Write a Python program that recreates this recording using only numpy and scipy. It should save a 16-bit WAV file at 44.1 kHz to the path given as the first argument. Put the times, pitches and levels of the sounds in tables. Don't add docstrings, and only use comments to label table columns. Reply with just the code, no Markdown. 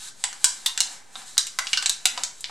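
import sys
import numpy as np
from scipy import signal
from scipy.fft import rfft, irfft
from scipy.io import wavfile
from scipy.ndimage import uniform_filter1d

SR = 44100
rng = np.random.default_rng(int(sys.argv[2]) if len(sys.argv) > 2 else 0)


def log_audio(samples):
    frames = np.atleast_2d(samples).T
    limited = np.clip(frames, -1, 1)
    pcm = np.round(limited * 32767).astype(np.int16)
    wavfile.write(sys.argv[1], SR, pcm)


N = 110250

# start_s, crack_decay_ms,
# band_level_db (six columns, one for each of CRACK_BANDS_HZ),
# ring_hz, ring_level_db, ring_width_hz, low_ring_hz, low_ring_level_db
BUCKLINGS = [ (0.2396, 0.76, 0.5, -2, 2, 6, 3.5, -13.5, 8100, 10, 900, 2034, 6.5),
             (0.3287, 0.76, -12, -8.5, -14, -12.5, -5.5, -28, 4000, 3, 300, 1690, -8),
             (0.4433, 0.83, 1.5, 4, 6, 14.5, 16.5, 3.5, 7960, 3.5, 1010, 890, -13),
             (0.6608, 5.4, -13, -2, 3, 6.5, 8, 2.5, 3690, 7, 450, 1050, 16),
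             (0.7764, 0.96, -12, 1.5, 1, 4, 2.5, -13, 7600, 6.5, 500, 1370, -4),
             (0.8046, 0.77, -4.5, -6.5, 5, 12, 15.5, -2.5, 4200, -1, 300, 1600, -10),
             (1.1553, 1.15, -6.5, -7.5, -18, -15.5, -21, -30, 3690, 15.5, 297, 970, -1),
             (1.2185, 0.74, -16, -18, -20, -20, -28, -36, 3900, -6, 300, 1040, -6),
             (1.3703, 1.5, -12, -5.5, -13, -8, -28, -38, 3700, -10, 300, 850, -5),
             (1.3793, 0.99, -12, 0, 1, 14, 15.5, 2.5, 3830, 4.5, 400, 1646, 6),
             (1.4686, 1.7, -27, -16, -8, -6.5, 0, -14.5, 7500, -13, 400, 1620, -10),
             (1.5880, 1.65, 0.5, 8.5, 2, 6, 6, -6, 2050, 6.5, 120, 1060, 0.5),
             (1.6698, 0.9, -10, -13, -0.5, 0.5, -4, -33, 3070, 0, 250, 1550, -8),
             (1.7314, 2.8, -13, 1, 7.5, 8.5, 8, -15, 2886, 7, 111, 2130, 8),
             (1.7727, 4.1, -10, 3, -12, 13.5, 0.5, -17, 2797, 23.5, 90, 1503, 7),
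             (1.8252, 2.7, -3.5, -2.5, 1, 0, 1.5, -17, 2870, -13, 100, 980, -21),
             (1.8595, 1.34, -6, -5.5, 8.5, 0, 14.5, -15, 4200, 9.5, 400, 1700, 2),
             (1.8953, 1.04, -11.5, -7.5, -6.5, 3, 11, -2.5, 3940, 14, 430, 890, -18),
             (2.0552, 1.8, 1.5, -3, 12, 10.5, 15.5, 3.5, 3870, 0, 345, 1436, 15.5),
             (2.1761, 1.7, 3.5, -4.5, -1, -0.5, -3.5, -26, 3100, -8, 250, 1230, 0),
             (2.2353, 1.36, -11, -9, -2, 4.5, 10, -13.5, 3700, -7, 300, 1540, -2),
             (2.4073, 1.9, -36, -49, -25, -21, -8.5, -19.5, 8000, 0, 600, 1500, -20),
             (2.4425, 0.41, -23, -6, 0, 1.5, -7.5, -45, 3900, 0, 400, 1600, -4.5),
             (2.4955, 2, -2.5, -10, -21, -35, -28, -33, 3800, -10, 400, 850, -6)]
CRACK_BANDS_HZ = [750, 1500, 2650, 4600, 7600, 12000]
# mode_hz, mean_level_db (over the crack), width_hz
STRIP_MODES = [(790, 1, 29), (980, 1, 32), (1380, -5.5, 54), (1574, -3, 98), (1966, -11.5, 120),
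               (2842, 4, 49), (2610, -15, 38), (2985, -4, 180), (3500, -1.5, 86), (3800, -6.5, 246),
               (3970, -5.5, 74), (4220, -20, 18), (4638, -24, 43), (4746, 1, 59), (5330, -8, 37),
               (5644, -19.5, 21), (6702, -26, 35), (7830, -6, 120), (8470, -4.5, 97), (8463, -21, 39)]
# time_s, level_db
RUB_LEVELS = [(0, -37.5), (0.084, -38), (.13, -59.5), (.2, -46), (.33, -46), (.39, -48), (.43, -40.5),
              (.5, -41.5), (.75, -48), (0.932, -40), (1.02, -57.5), (1.1, -56.5), (1.18, -39.5),
              (1.25, -47.5), (1.28, -40), (1.33, -45.5), (1.55, -48), (1.72, -38), (1.96, -51),
              (2.2, -42.5), (2.338, -52), (2.39, -48), (2.5, -50.5)]
# frequency_hz, level_db
RUB_SPECTRUM = [(200, -45), (500, -24), (900, -12), (1570, -5.5), (2600, -11), (3860, 1.5), (5300, -4),
                (7670, 2), (11000, -8), (13600, -26), (16000, -50)]
# time_s, level_db
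BRUSH_LEVELS = [(0, -52), (.12, -65), (.3, -58), (.55, -54), (.72, -51), (.93, -45), (1.06, -60.5),
                (1.2, -45.5), (1.3, -59), (1.52, -68), (1.75, -55), (1.98, -60), (2.2, -40.5), (2.36, -77),
                (2.5, -50)]
# frequency_hz, level_db
BRUSH_SPECTRUM = [(100, -25), (250, -7), (500, -11.5), (850, 1.5), (1200, -7), (1600, -0.5), (2200, -2.5),
                  (3500, -12), (8000, -19), (16000, -53)]
# delay_ms, level_db, left_lag_ms (left behind right)
REFLECTIONS = [(3.85, -5.5, 0.016), (4.7, -12, -0.011), (9.7, -13, .015), (13.2, -12, -0.042)]
# centre_hz, level_db, t60_s, side_level_db (against mid)
ROOM_BANDS = [(120, -29, 0.55, -6), (400, -6, .42, 7), (850, 2, 0.4, -5), (1700, 0.5, 0.45, -3.5),
              (3780, -1.5, 0.27, -10), (5870, 0, 0.34, -21), (9200, -3, 0.25, 1.5), (11700, -7, .25, -4),
              (15300, -35, 0.085, -15)]
# frequency_hz, level_db
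RUMBLE_SPECTRUM = [(15, 9.5), (30, -34), (60, -23.5), (95, -8.5), (130, -1), (200, -5.5), (400, -7),
                   (900, -8.5), (2200, -23.5), (6000, -18), (12000, -29), (16000, -39)]

RUB_GAIN_DB, BRUSH_GAIN_DB, SNAP_GAIN_DB, ROOM_GAIN_DB = -3.5, -6.5, 1.5, -2
GRAINS_PER_S, GRAIN_SPREAD_DB = 3000, 3.0
RUB_HISS_DB = 4.5
RUMBLE_DB, RUMBLE_SIDE_DB = -58, -3

BASS_HZ, BASS_DROP_DB, TOP_HZ, TOP_DROP_DB = 334, 24.5, 15400, 18.5
CRACK_RISE_MS = 0.11
MODE_SPREAD_DB = 2.5
LOW_RING_Q = 13.2
THUMP_DB, THUMP_HZ = -21, 43
SNAP_SIZE, ROOM_SIZE = 8192, 2 ** 15

ECHO_SCATTER_MS, ECHO_SCATTER_DB = 1, 7.5
ROOM_ONSET_MS = 1.33

OVERLOAD = 0.85
LOPSIDED = 0.025
CUTOFF_HZ, OFFSET = 16100, -0.0033


def from_db(db):
    return 10 ** (np.asarray(db) / 20)


def rms_one(x):
    return x / np.sqrt(np.mean(x ** 2) + 1e-20)


def bins(size):
    return np.maximum(np.fft.rfftfreq(size, 1 / SR), 1)


def at_hz(points, hz):
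    point_hz, value = np.transpose(points)
    return np.interp(np.log(hz), np.log(point_hz), value)


def over_time(points):
    return np.interp(np.arange(N) / SR, *np.transpose(points))


def coloured(x, points):
    spectrum = rfft(x) * from_db(at_hz(points, bins(N)))
    return rms_one(irfft(spectrum, N))


def mid_side(mid, side):
    return mid + side * np.array([[1], [-1]])


def rubbing():
    size_db = GRAIN_SPREAD_DB * np.minimum(rng.exponential(1, N), 5)
    sizes = from_db(size_db) * rng.choice([-1, 1], N)
    grains = rms_one(sizes * (rng.random(N) < GRAINS_PER_S / SR))
    hiss = from_db(RUB_HISS_DB) * rng.standard_normal(N)
    return from_db(over_time(RUB_LEVELS) + RUB_GAIN_DB) * coloured(grains + hiss, RUB_SPECTRUM)


def brushing():
    noise = coloured(rng.standard_normal(N), BRUSH_SPECTRUM)
    return from_db(over_time(BRUSH_LEVELS) + BRUSH_GAIN_DB) * noise


def rumble():
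    mid, side = rng.standard_normal((2, N))
    noise = mid_side(mid, from_db(RUMBLE_SIDE_DB) * side)
    return from_db(RUMBLE_DB) * coloured(noise, RUMBLE_SPECTRUM)


def scattered(size):
    ms = np.arange(200) * 1000 / SR
    smear = rng.standard_normal(len(ms)) * np.exp(-ms / ECHO_SCATTER_MS)
    bounce = from_db(ECHO_SCATTER_DB) * smear / np.linalg.norm(smear) + (ms == 0)
    return rfft(bounce / np.linalg.norm(bounce), size)


def near_reflections():
    f = bins(ROOM_SIZE)
    response = 1
    for delay_ms, db, left_lag_ms in REFLECTIONS:
        arrival_ms = delay_ms + left_lag_ms * np.array([[0.5], [-0.5]])
        delay = np.exp(-2j * np.pi * f * arrival_ms / 1000)
        response = response + from_db(db) * scattered(ROOM_SIZE) * delay
    return irfft(response)


def room_tail():
    t, f = np.arange(ROOM_SIZE) / SR, bins(ROOM_SIZE)
    centres = [row[0] for row in ROOM_BANDS]
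    side_db = at_hz([(row[0], row[3]) for row in ROOM_BANDS], f)
    mid, side = rfft(rng.standard_normal((2, ROOM_SIZE)))
    diffuse = mid_side(mid, side * from_db(side_db))
    tail = 0
    for weights, (_, db, t60_s, _) in zip(np.eye(len(ROOM_BANDS)), ROOM_BANDS):
        band = irfft(diffuse * at_hz(list(zip(centres, weights)), f))
        unit_energy = np.sqrt(2 * np.log(1000) / (t60_s * SR))
        tail = tail + from_db(db - 60 * t / t60_s) * band * unit_energy
    onset = 1 - np.exp(-(1000 * t / ROOM_ONSET_MS) ** 2)
    return from_db(ROOM_GAIN_DB) * tail * onset


def workshop(x):
    tail = room_tail()
    return signal.fftconvolve(x[None], near_reflections() + tail, axes=1)


def causal(db):
    cepstrum = irfft(np.log(from_db(db)))
    half = len(cepstrum) // 2
    cepstrum[1:half] *= 2
    cepstrum[half + 1:] = 0
    return np.exp(rfft(cepstrum))


def resonance(f, hz, width_hz):
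    return 1 / (1 + 1j * (f * f - hz * hz) / (f * width_hz))


def crack(decay_ms):
    ms = np.arange(SNAP_SIZE) * 1000 / SR
    envelope = (1 - np.exp(-ms / CRACK_RISE_MS)) * np.exp(-ms / decay_ms)
    slips = rfft(rng.standard_normal(SNAP_SIZE) * envelope)
    return slips / np.sqrt(uniform_filter1d(abs(slips) ** 2, size=120))


def strip_modes(f):
    response = 1
    for hz, db, width_hz in STRIP_MODES:
        struck_db = db + MODE_SPREAD_DB * rng.standard_normal()
        response = response + from_db(struck_db) * resonance(f, hz, width_hz)
    return response


def snaps():
    f = bins(SNAP_SIZE)
    out = np.zeros((2, N + SNAP_SIZE + ROOM_SIZE))
    fade = np.clip(3 - 4 * np.arange(SNAP_SIZE) / SNAP_SIZE, 0, 1)
    for start_s, decay_ms, *band_db, ring_hz, ring_db, width_hz, low_hz, low_db in BUCKLINGS:
        bass = (BASS_HZ, band_db[0] - BASS_DROP_DB)
        top = (TOP_HZ, band_db[-1] - TOP_DROP_DB)
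        colour = causal(at_hz([bass, *zip(CRACK_BANDS_HZ, band_db), top], f))
        ring = from_db(ring_db) * resonance(f, ring_hz, width_hz)
        low_ring = from_db(low_db) * resonance(f, low_hz, low_hz / LOW_RING_Q)
        metal = crack(decay_ms) * colour * strip_modes(f) * (1 + ring + low_ring)
        thump = from_db(max(band_db) + THUMP_DB) * resonance(f, THUMP_HZ, THUMP_HZ)
        heard = workshop(irfft(metal + thump) * fade)
        start = int(start_s * SR)
        out[:, start:start + heard.shape[1]] += heard
    return from_db(SNAP_GAIN_DB) * out[:, :N]


def scene():
    hands = workshop(rubbing() + brushing())[:, :N]
    return rumble() + hands + snaps()


def record(dry):
    held = np.clip(dry, -OVERLOAD, OVERLOAD)
    bent = held + LOPSIDED * held ** 2
    top_cut = signal.ellip(10, 0.1, 70, CUTOFF_HZ, fs=SR, output="sos")
    return signal.sosfilt(top_cut, bent) + OFFSET


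dry = scene()
out = record(dry)
log_audio(out)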